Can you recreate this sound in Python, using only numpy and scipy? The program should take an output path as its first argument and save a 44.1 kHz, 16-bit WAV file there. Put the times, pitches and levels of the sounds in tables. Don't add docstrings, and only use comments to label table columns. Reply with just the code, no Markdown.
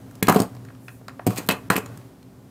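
import sys
import numpy as np
from scipy import signal
from scipy.fft import rfft, irfft
from scipy.io import wavfile
from scipy.ndimage import uniform_filter1d

SR = 44100
rng = np.random.default_rng(int(sys.argv[2]) if len(sys.argv) > 2 else 0)


def natural_amplitude(level_db):
    exponent = np.asarray(level_db, float) / 20
    return 10 ** exponent


def dump(signal):
    limited = np.clip(np.atleast_2d(signal).T, -1, 1)
    pcm = np.round(limited * 32767).astype(np.int16)
    wavfile.write(sys.argv[1], SR, pcm)


N = 110250

# f/Hz, level/dB
HUSH_SPECTRUM = [(25, -22), (60, -8.5), (120, -0.5), (280, -9), (560, -13.5), (2500, -31), (6000, -34.5),
                 (14000, -36)]
# f/Hz, width/Hz, level/dB
HUM_RESONANCES = [(119.5, 17, -50.5), (192.5, 33, -58), (262.4, 32, -53.5), (389, 5.6, -64.5)]
# t/s, level/dB
HUM_SWELL = [(0, 6), (0.498, 7.5), (.9, 0.5), (1.6, 7.5), (1.95, 9), (2.201, 0.5), (2.5, 1)]
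# t/s, steel tick/dB, knock/dB, knock f/Hz, tick f/Hz
LIGHT_TAPS = [(0.1107, -40.5, -44, 1470, 11000), (0.153, -34.5, -52, 2500, 6860),
              (0.55, -38.5, -43, 865, 6000), (0.566, -41, -41.5, 830, 4200), (0.65, -39.5, -42, 1590, 6500),
              (0.686, -46, -40, 1700, 3500), (0.702, -68, -40.5, 1390, 3500), (0.75, -43, -49, 1150, 3600),
              (0.8818, -27, -31, 1690, 3400), (1.012, -55, -45.5, 800, 3500),
              (1.082, -27.5, -27, 1250, 4940), (1.093, -39, -35, 2030, 5500),
              (0.89, -38, -38.5, 1770, 3200), (1.194, -43, -28, 846, 2280), (1.1943, -55, -32, 1900, 2300),
              (1.464, -29, -55, 2000, 14500), (1.473, -31, -61, 2000, 13000),
              (1.86, -28, -37.5, 1340, 7150), (1.899, -40, -45.5, 547, 4000),
              (1.974, -35, -44.5, 1510, 9100), (2.014, -45, -47, 1530, 3500), (2.228, -40, -62, 1510, 4530)]
# t/s, table thump/dB, handle knock/dB, knock f/Hz
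SET_DOWN = [(0.2255, -15.5, -15.5, 1900), (0.2698, -26, -22, 2280), (0.2831, -11, -5, 1050),
            (0.2862, -21, -10, 1140), (0.294, -19.5, -10, 754), (0.2992, -12, -13, 790),
            (0.3126, -18, -16.5, 1000), (0.324, -23, -15, 1100), (0.345, -32, -26, 1130),
            (0.3598, -10.5, -23, 600), (0.3642, -15.5, -13.5, 850), (0.3894, -27.5, -22.5, 766),
            (0.4010, -12.5, -23, 680), (0.417, -24, -24, 770), (0.432, -48, -37, 600)]
# t/s, table thump/dB, handle knock/dB, knock f/Hz
GRASP = [(1.2669, -11.5, -21, 734), (1.2750, -14, -23.5, 740), (1.3068, -32, -29, 1120),
         (1.385, -29.5, -50, 2720), (1.4024, -28, -36, 1070), (1.4892, -16, -3.5, 3440),
         (1.4883, -29.5, -12, 1000), (1.5010, -44, -13, 2970), (1.5086, -23, -14.5, 2640),
         (1.5201, -30, -32, 2900), (1.7019, -14.5, -4, 1396), (1.714, -52, -22, 1550),
         (1.7568, -22, -48, 1750), (1.7633, -26, -11, 2550), (1.7790, -20, -21.5, 1000),
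         (1.788, -52, -34, 1480)]
# t/s, level/dB, centre f/Hz
JAW_TICKS = [(0.2268, -12.5, 5250), (0.2271, -10.5, 13500), (0.2703, -17, 3500), (0.2835, -10, 11600),
             (0.286, -14, 7000), (0.296, -11, 11000), (0.323, -16.5, 9500), (0.3448, -18, 11000),
             (0.3612, -15.5, 8500), (0.368, -26, 5000), (0.392, -23, 7000), (0.4013, -15.5, 9000),
             (0.4186, -19, 10000), (0.432, -33, 8500), (1.2660, -15, 10000), (1.2725, -17.5, 8500),
             (1.3057, -30, 9000), (1.3606, -29, 11000), (1.373, -25, 4200), (1.3746, -29.5, 7500),
             (1.38, -18, 8060), (1.3838, -23, 8000), (1.39, -35, 7000), (1.402, -39, 4200),
             (1.4883, -13, 12100), (1.488, -12, 4100), (1.507, -19, 12000), (1.5112, -10.5, 4460),
             (1.5214, -18, 6000), (1.7019, -14, 13000), (1.7009, -14.5, 6540), (1.716, -33, 7000),
             (1.731, -27, 10900), (1.7575, -31, 12000), (1.7648, -14.5, 10900), (1.7790, -22, 7500),
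             (1.785, -26, 12700)]
# t/s, level/dB
PALM_PRESSES = [
    (0.229, -47),
    (0.403, -31),
    (1.268, -10),
    (1.285, -15),
    (1.487, -44),
    (1.778, -20),
]
# start t/s, length/s, steel/dB, handles/dB, handle centre f/Hz
SLIDES = [(0.28, 0.046, -27, -18.5, 1400), (0.313, 0.16, -34.5, -32.5, 865), (1.258, 0.16, -40, -43, 714),
          (1.36, 0.024, -37.5, -53, 2820), (1.369, .034, -37, -40, 2840), (1.379, 0.11, -45, -47.5, 1400),
          (1.489, 0.021, -32, -20.5, 3050), (1.499, 0.045, -41, -32, 2570), (1.487, 0.086, -57, -33, 704),
          (1.7, 0.058, -30, -26.5, 1580), (1.755, 0.038, -30.5, -30, 2220), (1.78, 0.28, -62, -54.5, 1540)]
# f/Hz, level/dB, t60/s
TABLE_MODES = [(118, -3, .15), (185, -3, .06), (245, 0, .035), (290, -2, .03), (377, -2, .03),
               (440, -4, .03), (540, -5, .025)]
HANDLE_MODES = [(600, 10, 0.011), (752, 2.5, 0.015), (863, -4.5, 0.049), (1000, 10.5, 0.0049),
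                (1097.5, 5, 0.02), (1206, 3.5, 0.0098), (1447, 0.5, 0.02), (1580, -1, 0.021),
                (1900, 0, 0.017), (2064, 0, 0.014), (2565, 2.5, 0.019), (2900, 0, 0.012),
                (3700, -22.5, 0.0049), (4180, -2.5, 0.004)]
JAW_MODES = [(2550, 1, 0.0049), (3280, -1, 0.0035), (4170, -10, .016), (4750, 0, 0.0028),
             (5530, -8, 0.0041), (6790, -4.5, 0.0047), (7480, -2, 0.002), (8500, 2, 0.0025),
             (10000, -2, 0.0022), (11290, -3, 0.0029), (12470, 2, 0.0023), (13500, -2, 0.003),
             (14900, -10, .002)]
# f/Hz, t60/s
ROOM_T60 = [(100, 0.22), (500, 0.21), (1500, 0.28), (4000, 0.17), (12000, 0.23)]
# low f/Hz, high f/Hz, level/dB
SLEEVE_BAND = (7100, 16300, -57)
# start t/s, end t/s
TREBLE_DIPS = [
    (.213, .2245),
    (.2755, .282),
    (1.255, 1.2645),
    (1.688, 1.6995),
]

HUSH_DB, MAINS_HZ, MAINS_DB = -50, 115.7, -60.5
THUMP_DB, KNOCK_DB, JAW_DB, TAP_DB = 1.5, 5.5, -29, -26
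CONTACT_S, JAW_CHATTER_S, TAP_CHATTER_S = 0.0011, 0.0037, 0.0027
JAW_FALL_DB_PER_OCT, TAP_FALL_DB_PER_OCT, SLIDE_FALL_DB_PER_OCT = 5.5, 14, 11
KNOCK_CYCLES, HANDLE_RING_DB, LONGEST_KNOCK_RING_S = 0.73, -25.5, 0.03
SLIPS_PER_S, SLIDE_STEEL_DB, SLIDE_HANDLE_DB, SLIDE_STEEL_T60_S = 2200, -21, -22.5, 0.002
LOW_CUT_HZ = 155.6
ROOM_DB, ROOM_DULL_HZ, ROOM_STARTS_S, ROOM_BUILDS_S = -10.5, 6000, 0.004, 0.005
SLEEVE_S, SLEEVE_LENGTH_S = 0.78, 0.25
DIP_DB, DIP_ABOVE_HZ = -15, 3000
TOP_CUT_HZ, ROUNDING_LEVEL = 16800, 1.134


def rms_one(x):
    return x / np.sqrt(np.mean(x ** 2) + 1e-20)


def at_hz(points, hz):
    table_hz, value = np.array(points).T
    return np.interp(np.log(hz), np.log(table_hz), value)


def butter(x, order, hz, kind):
    return signal.sosfilt(signal.butter(order, hz, kind, fs=SR, output="sos"), x)


def octaves_off(modes, centre_hz):
    return abs(np.log2(np.array(modes)[:, 0] / centre_hz[:, None]))


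def ring(clicks, hz, t60_s):
    r = natural_amplitude(-60 / (t60_s * SR))
    w = 2 * np.pi * hz / SR
    return signal.lfilter([0, np.sin(w)], [1, -2 * r * np.cos(w), r * r], clicks + 1e-18)


def strike(s, db, modes, fall_db=0, spread_db=3.5, chatter_s=0):
    out = np.zeros(N)
    luck_db = spread_db * rng.standard_normal((len(s), len(modes))) - fall_db
    grit = rng.standard_normal(N)
    for k, (hz, level_db, t60_s) in enumerate(modes):
        clicks = np.zeros(N)
        np.add.at(clicks, (s * SR).astype(int), natural_amplitude(db + level_db + luck_db[:, k]))
        if chatter_s:
            r = np.exp(-1 / (chatter_s * SR))
            clicks = signal.lfilter([.2], np.convolve([1, -r], [1, -.9]), clicks + 1e-18) * grit
        out += ring(clicks, hz, t60_s)
    return out


def shaped_noise(gain):
    return rms_one(irfft(rfft(rng.standard_normal(N)) * gain, N))


def hum():
    hz = np.maximum(np.fft.rfftfreq(N, 1 / SR), 10)
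    t = np.arange(N) / SR
    hush = natural_amplitude(HUSH_DB) * shaped_noise(natural_amplitude(at_hz(HUSH_SPECTRUM, hz)))
    tones = natural_amplitude(MAINS_DB) * np.sin(2 * np.pi * MAINS_HZ * t)
    for centre_hz, width_hz, db in HUM_RESONANCES:
        tones += natural_amplitude(db) * shaped_noise(1 / (1 + (2 * (hz - centre_hz) / width_hz) ** 2))
    swell_db = np.interp(t, *np.transpose(HUM_SWELL))
    return natural_amplitude(swell_db) * tones + natural_amplitude(0.75 * swell_db) * hush


def wire_ticks():
    s, tick_db, _, _, tick_hz = np.transpose(LIGHT_TAPS)
    fall_db = TAP_FALL_DB_PER_OCT * octaves_off(JAW_MODES, tick_hz)
    return strike(s, tick_db + TAP_DB, JAW_MODES, fall_db, spread_db=3.0, chatter_s=TAP_CHATTER_S)


def handle_knocks():
    touch_s, _, touch_db, touch_hz = np.transpose(SET_DOWN + GRASP)
    tap_s, _, tap_db, tap_hz, _ = np.transpose(LIGHT_TAPS)
    s, centre_hz = np.r_[touch_s, tap_s], np.r_[touch_hz, tap_hz]
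    db = np.r_[touch_db, tap_db] + KNOCK_DB
    burst_n = np.arange(600)
    cycles = centre_hz[:, None] * burst_n / SR
    envelope = np.exp(-cycles / KNOCK_CYCLES) * np.tanh(3 * cycles)
    bursts = -natural_amplitude(db)[:, None] * np.sin(2 * np.pi * cycles) * envelope
    flex = np.zeros(N + 600)
    np.add.at(flex, (s * SR).astype(int)[:, None] + burst_n, bursts)
    rings = 0
    for k, (hz, level_db, t60_s) in enumerate(HANDLE_MODES):
        polarity = (-1) ** k
        rings = rings + polarity * natural_amplitude(level_db) * ring(flex, hz, min(t60_s, LONGEST_KNOCK_RING_S))
    return (flex + natural_amplitude(HANDLE_RING_DB) * rings)[:N]


def table_thumps():
    s, thump_db, _, _ = np.transpose(SET_DOWN + GRASP)
    contact = np.hanning(int(CONTACT_S * SR) + 3)
    return np.convolve(strike(s, thump_db + THUMP_DB, TABLE_MODES), contact / contact.sum())[:N]


def jaw_ticks():
    s, db, centre_hz = np.transpose(JAW_TICKS)
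    fall_db = JAW_FALL_DB_PER_OCT * octaves_off(JAW_MODES, centre_hz)
    return strike(s, db + JAW_DB, JAW_MODES, fall_db, spread_db=4.5, chatter_s=JAW_CHATTER_S)


def palm_presses():
    return strike(*np.transpose(PALM_PRESSES), TABLE_MODES[:2], spread_db=7.0)


def slides():
    s, length_s, steel_db, handle_db, centre_hz = np.transpose(SLIDES)
    progress = np.clip((np.arange(N) / SR - s[:, None]) / length_s[:, None], 0, 1)
    shapes = np.sin(np.pi * progress ** .5)
    sizes = natural_amplitude(np.minimum(rng.exponential(1, N), 4)) * rng.choice([-1, 1], N)
    slips = rms_one(sizes * (rng.random(N) < SLIPS_PER_S / SR))
    fall_db = SLIDE_FALL_DB_PER_OCT * octaves_off(HANDLE_MODES, centre_hz)
    out = np.zeros(N)
    steel_drive = slips * (natural_amplitude(steel_db) @ shapes)
    for hz, db, _ in JAW_MODES:
        out += ring(natural_amplitude(db + SLIDE_STEEL_DB) * steel_drive, hz, SLIDE_STEEL_T60_S)
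    for k, (hz, db, t60_s) in enumerate(HANDLE_MODES):
        strength = natural_amplitude(handle_db + db + SLIDE_HANDLE_DB - fall_db[:, k])
        out += ring(slips * (strength @ shapes), hz, t60_s)
    return out


def pliers():
    steel = wire_ticks() + handle_knocks() + jaw_ticks() + slides()
    table = table_thumps() + palm_presses()
    return butter(steel - table, 3, LOW_CUT_HZ, "high")


def room(x):
    t = np.arange(SR) / SR
    edges_hz = 60 * 2 ** np.arange(0, 8.1, .5)
    tail = 0
    for low_hz, high_hz in zip(edges_hz, edges_hz[1:]):
        band = butter(rng.standard_normal(SR), 2, [low_hz, high_hz], "band")
        hz = np.sqrt(low_hz * high_hz)
        decay = natural_amplitude(-60 * t / at_hz(ROOM_T60, hz))
        tail = tail + band * decay / np.sqrt(1 + (hz / ROOM_DULL_HZ) ** 2)
    tail = tail * np.clip((t - ROOM_STARTS_S) / ROOM_BUILDS_S, 0, 1)
    return natural_amplitude(ROOM_DB) * signal.fftconvolve(x, tail / 20)[:N]


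def sleeve():
    low_hz, high_hz, db = SLEEVE_BAND
    rustle = rms_one(butter(rng.standard_normal(N), 2, [low_hz, high_hz], "band"))
    progress = np.clip((np.arange(N) / SR - SLEEVE_S) / SLEEVE_LENGTH_S, 0, 1)
    return natural_amplitude(db) * rustle * np.sin(np.pi * progress)


def dip_treble_before_hits(x):
    t = np.arange(N) / SR
    highpass = signal.butter(2, DIP_ABOVE_HZ, "high", fs=SR, output="sos")
    treble = signal.sosfiltfilt(highpass, x)
    dips = sum(1. * (t > start_s) * (t < end_s) for start_s, end_s in TREBLE_DIPS)
    return x - (1 - natural_amplitude(DIP_DB)) * uniform_filter1d(dips, size=45) * treble


def scene():
    tool = pliers()
    return (hum() + tool + room(tool) + sleeve())[None]


def band_limit(x):
    return signal.sosfilt(signal.butter(12, 16850, fs=SR, output="sos"), x)


def record(dry):
    rounded = np.tanh(dry / ROUNDING_LEVEL)
    top_cut = signal.cheby2(10, 60, TOP_CUT_HZ, fs=SR, output="sos")
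    mix = dip_treble_before_hits(signal.sosfilt(top_cut, rounded))
    return band_limit(mix)


dry = scene()
out = record(dry)
dump(out)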